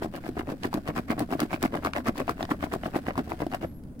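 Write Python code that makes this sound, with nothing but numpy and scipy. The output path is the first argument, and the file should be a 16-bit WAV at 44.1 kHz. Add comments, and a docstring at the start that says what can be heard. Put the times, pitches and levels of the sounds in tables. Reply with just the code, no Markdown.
"""Inside a rumbling vehicle cab, close to the microphone, soft wet fruit is shaken in a lidded plastic tub.
From the start, about nine times a second, the hand turns and the heap lands on the wall with dull thuds,
a harder patter and a wet crackle. As the shaking goes on, heavy pieces knock, juicy ones smack and the
plastic snaps now and then. Near the end the shaking stops and a thin squeal lingers over the rumble."""
import sys
import numpy as np
from scipy import signal
from scipy.fft import rfft, irfft, next_fast_len
from scipy.io import wavfile

SR = 44100
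rng = np.random.default_rng(int(sys.argv[2]) if len(sys.argv) > 2 else 0)


def transcribe(signal):
    """Save signal, clipped to [-1, 1], as a 16-bit WAV file at the path in sys.argv[1]."""
    frames = np.atleast_2d(signal).T
    limited = np.clip(frames, -1, 1)
    pcm = np.round(limited * 32767).astype(np.int16)
    wavfile.write(sys.argv[1], SR, pcm)


N = 176400
STROKE_SAMPLES = SR // 4

# The heap landing on the tub wall, close to the microphone. Each row: middle in seconds, spread in
# seconds, then the levels of thuds, patter and crackle in dB, the last two before their trims.
LANDINGS = [(0.035, 0.02, -33.5, -42.5, -50), (0.159, 0.02, -40.5, -43, -53),
            (0.271, 0.034, -40.5, -44.0, -54.5), (0.389, 0.023, -38, -38.5, -53.5),
            (0.504, 0.027, -35, -41.5, -52.5), (0.65, 0.02, -39.5, -36, -48.5),
            (0.75, 0.025, -33.5, -45.5, -54), (0.883, 0.019, -31.5, -37, -50),
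            (0.974, 0.016, -33.5, -34.5, -47.5), (1.109, 0.019, -33, -34.5, -47),
            (1.204, 0.025, -30, -42.5, -50), (1.325, 0.024, -32.5, -35, -50),
            (1.419, 0.027, -37.5, -35, -48.5), (1.534, 0.023, -37, -33, -48),
            (1.64, 0.025, -39.5, -31.5, -47), (1.754, 0.027, -34.5, -35.5, -52.5),
            (1.858, 0.021, -37, -33.5, -47.5), (1.973, 0.023, -37, -33, -49),
            (2.076, 0.019, -31.5, -34, -45), (2.189, 0.024, -34, -36, -46.5), (2.295, 0.022, -37, -35, -49),
            (2.416, 0.033, -37.5, -40, -52.5), (2.515, 0.018, -36, -35, -50.5),
            (2.632, 0.024, -35, -36, -49), (2.737, 0.02, -32.5, -41.5, -49.5),
            (2.853, 0.025, -36, -36.5, -52), (2.962, 0.025, -36, -36.5, -49.5),
            (3.082, 0.024, -34.5, -35, -54), (3.184, 0.015, -33.5, -38.5, -51),
            (3.308, 0.029, -38.5, -36, -53), (3.415, 0.021, -32.5, -41.5, -53),
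            (3.537, 0.024, -41, -36, -53), (3.634, 0.022, -35, -43, -56)]
PATTER_TRIM_DB, CRACKLE_TRIM_DB = -1.5, 2
THUD_LAG_S = 0.00408   # the bulk arrives after the first pieces

def heap():
    """At each turn of the hand the fruit hits the wall: soft thuds, harder patter and wet crackle."""
    out = np.zeros((2, N))
    for s, spread, thud_db, patter_db, crackle_db in LANDINGS:
        thuds = tub(contacts(spread * 1.275, per_s=260, size_db=7.0, shape=2.66))
        thuds = cut(thuds, 487, "low")
        patter = tub(contacts(spread, per_s=270, size_db=7.5, shape=2.7))
        patter = cut(cut(patter, 2030, "low"), 490, "high")
        juice = crackle(contacts(spread, per_s=480, size_db=2.0, shape=1.69))
        start = s - STROKE_SAMPLES / SR / 2
        add(out, start + THUD_LAG_S, at_level(thuds, thud_db))
        add(out, start, at_level(patter, patter_db + PATTER_TRIM_DB))
        add(out, start, at_level(juice, crackle_db + CRACKLE_TRIM_DB))
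    return out


def contacts(spread, per_s, size_db, shape, settle_s=0.034, flight_db=-16):
    """Random hits swell and fade around one landing; they are weaker while the heap is in flight."""
    t = (np.arange(STROKE_SAMPLES) - STROKE_SAMPLES / 2) / SR
    bulk = np.exp(-np.abs(t / spread) ** shape)
    stragglers = from_db(-15.5) * np.exp(-np.abs(t) / settle_s)
    in_flight = t < -1.8 * spread
    force = (bulk + stragglers) * from_db(flight_db * in_flight)
    return force * random_clicks(len(t), per_s, size_db)


# The modes of the plastic tub. Each row: pitch in Hz, time to fall 60 dB in seconds, left gain in dB,
# right gain in dB.
TUB_MODES = [(162, 0.033, -2.5, -4), (234.4, 0.055, -1, -1), (304, 0.036, 3.5, 2), (417, 0.031, -13.5, -1),
             (632.5, 0.018, 5, -4), (730, 0.065, -9, -12), (1046, 0.018, -0.5, -5.5),
             (1209, 0.046, -9, -8.5), (1700, 0.015, -9, -5.5), (2050, 0.0097, -12.5, -3.5),
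             (2685, 0.015, -4, -8)]

def tub(clicks, scatter_hz=870, load_wander=0.077):
    """Every contact rings all the modes; the load on the wall retunes them from landing to landing."""
    out, hits = 0, np.flatnonzero(clicks)
    for hz, t60, left_db, right_db in TUB_MODES:
        # above scatter_hz, each place on the wall drives the mode differently
        scatter = (hz / scatter_hz) ** 2
        place = rng.standard_normal((2, 256))[:, np.arange(len(hits)) % 256]
        drive = np.zeros((2, len(clicks)))
        drive[:, hits] = clicks[hits] * (1 + scatter * place) / np.hypot(1, scatter)
        loaded_hz = hz * np.exp(load_wander * rng.standard_normal())
        decay = from_db(-60 / (t60 * SR))
        feedback = [1, -2 * decay * np.cos(2 * np.pi * loaded_hz / SR), decay ** 2]
        ring = signal.lfilter([1, 0, -1], feedback, drive + 1e-18)
        out = out + (1 - decay ** 2) * from_db([[left_db], [right_db]]) * ring
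    return delay_left(out)


# The tone of the juice from close up. Each row: frequency in Hz, left gain in dB, right gain in dB.
JUICE_SPECTRUM = [(506, -19, -32), (1470, 11, 20), (2600, 9.5, 3), (3350, 4.5, 5.5), (4820, 6, 0),
                  (6810, -5, -2.5), (7470, 0, -3), (12400, -6, -0.5), (16900, -3, -3.5)]
JUICE_T60_S = 0.019

def wet(x):
    """Give noise the colour of juice films breaking on plastic."""
    hz, *sides = np.transpose(JUICE_SPECTRUM)
    return np.array([colour(side, hz, db) for side, db in zip(x, sides)])


def crackle(clicks):
    """Every click opens its own tiny puff of wet noise, which dies at once."""
    energy_decay = from_db(-120 / (JUICE_T60_S * SR))
    energy = signal.lfilter([1], [1, -energy_decay], clicks ** 2 + 1e-18)
    return wet(np.sqrt(energy) * rng.standard_normal((2, len(clicks))))


# Single heavy pieces hitting the wall. Each row: start in seconds, level in dB, pitch of the struck
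# patch in Hz.
HEAVY_HITS = [(0.2897, -21.5, 343), (0.395, -22, 315), (0.521, -23.5, 303), (0.6515, -18.5, 335),
              (.7293, -23.5, 890), (0.7398, -21.5, 1060), (0.7468, -19, 295), (0.7736, -19, 284),
              (.887, -23.5, 288), (1.099, -21.5, 245), (1.1123, -25, 640), (1.1231, -26.5, 560),
              (1.2043, -21, 710), (1.2273, -25, 306), (1.3127, -26.5, 700), (1.3271, -21, 333),
              (1.4022, -21.5, 1270), (1.4189, -18.5, 273), (1.4322, -17, 289), (1.5357, -21, 670),
              (1.5416, -20.5, 312), (1.63, -20.5, 317), (1.638, -17, 298), (1.651, -17.5, 734),
              (1.6529, -17, 261), (1.7544, -21.5, 710), (1.849, -17, 1170), (1.8525, -21.5, 305),
              (1.8606, -17, 1090), (1.9742, -22, 730), (2.071, -21, 1180), (2.0836, -18, 252),
              (2.0844, -19, 1240), (2.1567, -32, 970), (2.2939, -14, 1144), (2.2974, -24.5, 420),
              (2.4072, -22.5, 684), (2.4283, -23.5, 730), (2.4913, -29.5, 730), (2.5161, -17.5, 307),
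              (2.516, -16, 1080), (2.7377, -23, 1150), (2.9601, -17.5, 332), (2.9651, -19, 680),
              (3.1553, -28.5, 1040), (3.1772, -21.5, 310), (3.1783, -19.5, 1040), (3.1882, -19.5, 260),
              (3.4659, -23, 325), (3.4663, -24, 670), (3.5472, -20.5, 700)]

def knocks(ring_cycles=9.35, pan_db_per_octave=2.5, tub_db=-7.5, spray_db=-15):
    """A piece and its patch of wall ring briefly; the tub answers, and firmer hits spray more juice."""
    out, t = np.zeros((2, N)), np.arange(STROKE_SAMPLES // 2) / SR
    for s, db, hz in HEAVY_HITS:
        cycles, firmness = hz * t, hz / 324   # knocks above 324 Hz lean to the left
        envelope = (1 - np.exp(-2 * cycles)) * from_db(-60 * cycles / ring_cycles)
        ring = peak_one(np.sin(2 * np.pi * cycles) * envelope)
        pan = from_db(pan_db_per_octave * np.log2(firmness) * np.array([[.5], [-.5]]))
        body = peak_one(cut(tub(signal.unit_impulse(len(t))), 2 * hz, "low"))
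        spray = np.sqrt(firmness) * peak_one(wet(burst(JUICE_T60_S)))
        add(out, s, from_db(db) * (delay_left(pan * ring) + from_db(tub_db) * body))
        add(out, s, from_db(db + spray_db) * spray)
    return out


# The plastic snapping. Each row: start in seconds, peak level in dB, upper band edge in Hz.
PLASTIC_SNAPS = [(0.634, -20, 2980), (.968, -26, 2490), (1.8483, -23.5, 5040), (1.9347, -15, 1850),
                 (2.428, -20.5, 3500), (2.452, -29, 6100)]

def snaps():
    """The flexing plastic gives short, dry cracks."""
    out = np.zeros((2, N))
    for s, db, top_hz in PLASTIC_SNAPS:
        snap = cut(cut(burst(t60=0.0097), 930, "high"), top_hz, "low")
        add(out, s, from_db(db) * peak_one(snap))
    return out


# Juicy pieces meeting the wall. Each row: start in seconds, peak level in dB.
JUICY_SMACKS = [(0.7407, -21), (1.1931, -20), (1.4028, -15.5), (1.627, -15.5), (2.0835, -22),
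                (2.7359, -24.5), (3.5472, -26.5), (3.837, -47), (3.993, -45)]

def smacks():
    """A juicy piece slaps the plastic with a bright, wet burst."""
    out = np.zeros((2, N))
    for s, db in JUICY_SMACKS:
        smack = cut(wet(burst(t60=0.018)), 3850, "high", order=1)
        add(out, s, from_db(db) * peak_one(smack))
    return out


# The fruit shifting between landings. Each row: time in seconds, level in dB.
SLIDE_LEVELS = [(1.7, -61), (2.4, -60), (3.58, -57), (3.8, -72)]

def sliding():
    """Wet pieces tick as they slide over one another, fading as the shaking stops."""
    ticks = crackle(random_clicks(N, per_s=600, size_db=3.5))
    level_db = np.interp(np.arange(N) / SR, *np.transpose(SLIDE_LEVELS))
    return from_db(level_db) * ticks / rms(ticks)


# A thin squeal, perhaps air leaking past the lid. Each row: time in seconds, pitch in Hz, level in dB.
SQUEAL_PATH = [(3.635, 11400, -80), (3.695, 11500, -63.5), (3.72, 11400, -73.5), (3.772, 11570, -64),
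               (3.805, 11000, -91), (3.97, 10300, -92)]

def squeal(waver_hz=60, lower_ratio=0.91, lower_db=-81):
    """Two faint whistles waver and sink; the lower holds its level while the upper fades."""
    s, hz, db = np.transpose(SQUEAL_PATH)
    t = np.arange(N) / SR
    waver = cut(rng.standard_normal(N), 300, "low")
    pitch = np.interp(t, s, hz) + waver_hz * waver / rms(waver)
    phase = 2 * np.pi * np.cumsum(pitch) / SR
    upper = np.interp(t, s, from_db(db)) * np.sin(phase)
    lower = from_db(lower_db) * np.sin(lower_ratio * phase)
    return np.sqrt(2) * (upper + lower) * (t > s[0]) * (t < s[-1])


def cab_reflections(x, level_db=-21):
    """The small padded cab sends a short, dull echo back to the microphone."""
    tail = cut(burst(t60=0.094), 6740, "low", order=1)
    tail[:, :SR // 300] = 0   # travel time to the nearest surface and back
    tail /= rms(tail) * np.sqrt(STROKE_SAMPLES)
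    return from_db(level_db) * signal.fftconvolve(x, tail, axes=1)[:, :N]


# The cab's rumble, all around the microphone. Each row: frequency in Hz, relative level in dB.
CAB_SPECTRUM = [(33, -2), (50, -6), (78, 1.5), (100, -5.5), (260, -1), (380, -16), (600, -22),
                (1500, -43.5), (4000, -58.5), (9000, -52.5)]

def cab_rumble(level_db=-41.5, apart_hz=910):
    """Steady cab noise, alike on both sides in the bass and unrelated in the treble."""
    hz, db = np.transpose(CAB_SPECTRUM)
    mid, side = (colour(rng.standard_normal(N + SR), hz, db)[SR:] for _ in range(2))
    side = from_db(-12.5) * side + cut(side, apart_hz, "high")
    return from_db(level_db) * (mid + side * np.array([[1], [-1]])) / rms(mid)


def delay_left(x, lag_s=0.00019):
    """Sound from the tub reaches the left side of the microphone a little later."""
    samples = np.arange(x.shape[1])
    return np.array([np.interp(samples - lag_s * SR, samples, x[0], left=0), x[1]])


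def random_clicks(length, per_s, size_db):
    """Impulses at random times, their sizes scattered by size_db."""
    sizes = from_db(size_db * np.clip(rng.standard_normal(length), -2, 2))
    return sizes * (rng.random(length) < per_s / SR)


def burst(t60):
    """Noise that falls 60 dB in t60 seconds, different on each side."""
    t = np.arange(STROKE_SAMPLES) / SR
    return rng.standard_normal((2, len(t))) * from_db(-60 * t / t60)


def cut(x, hz, kind, order=2):
    """Butterworth low- or high-pass."""
    return signal.sosfilt(signal.butter(order, hz, kind, fs=SR, output="sos"), x + 1e-18)


def colour(x, hz, db):
    """Causal (minimum-phase) filter through the given points."""
    size = 2 * next_fast_len(len(x))
    log_hz = np.log(np.fft.rfftfreq(size, 1 / SR) + 1)
    gain = from_db(np.interp(log_hz, np.log(hz), db))
    cepstrum = irfft(np.log(gain))
    cepstrum[1:size // 2] *= 2
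    cepstrum[size // 2 + 1:] = 0
    return irfft(rfft(x, size) * np.exp(rfft(cepstrum)))[:len(x)]


def add(out, s, sound):
    """Mix a stereo sound in at s seconds."""
    start = int(s * SR)
    a, b = max(start, 0), min(start + sound.shape[1], N)
    out[:, a:b] += sound[:, a - start:b - start]


def at_level(x, db):
    """Set the level of a stroke, as if its energy fell within a tenth of a second."""
    return from_db(db) * x / (rms(x) * np.sqrt(10 * STROKE_SAMPLES / SR))


def peak_one(x):
    """Scale to a peak of 1."""
    return x / np.abs(x).max()


def from_db(db):
    """Decibels to gain."""
    return 10 ** (np.asarray(db) / 20)


def rms(x):
    """Root mean square."""
    return np.sqrt(np.mean(x ** 2) + 1e-20)


def scene():
    """The shaken tub up close, with the cab behind it."""
    shaking = heap() + sliding() + knocks() + snaps() + smacks()
    return shaking + cab_reflections(shaking) + squeal() + cab_rumble()


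def record(dry, cutoff_hz=15900):
    """The highest treble is cut steeply."""
    return signal.sosfilt(signal.ellip(10, .2, 80, cutoff_hz, fs=SR, output="sos"), dry)


dry = scene()
out = record(dry)
transcribe(out)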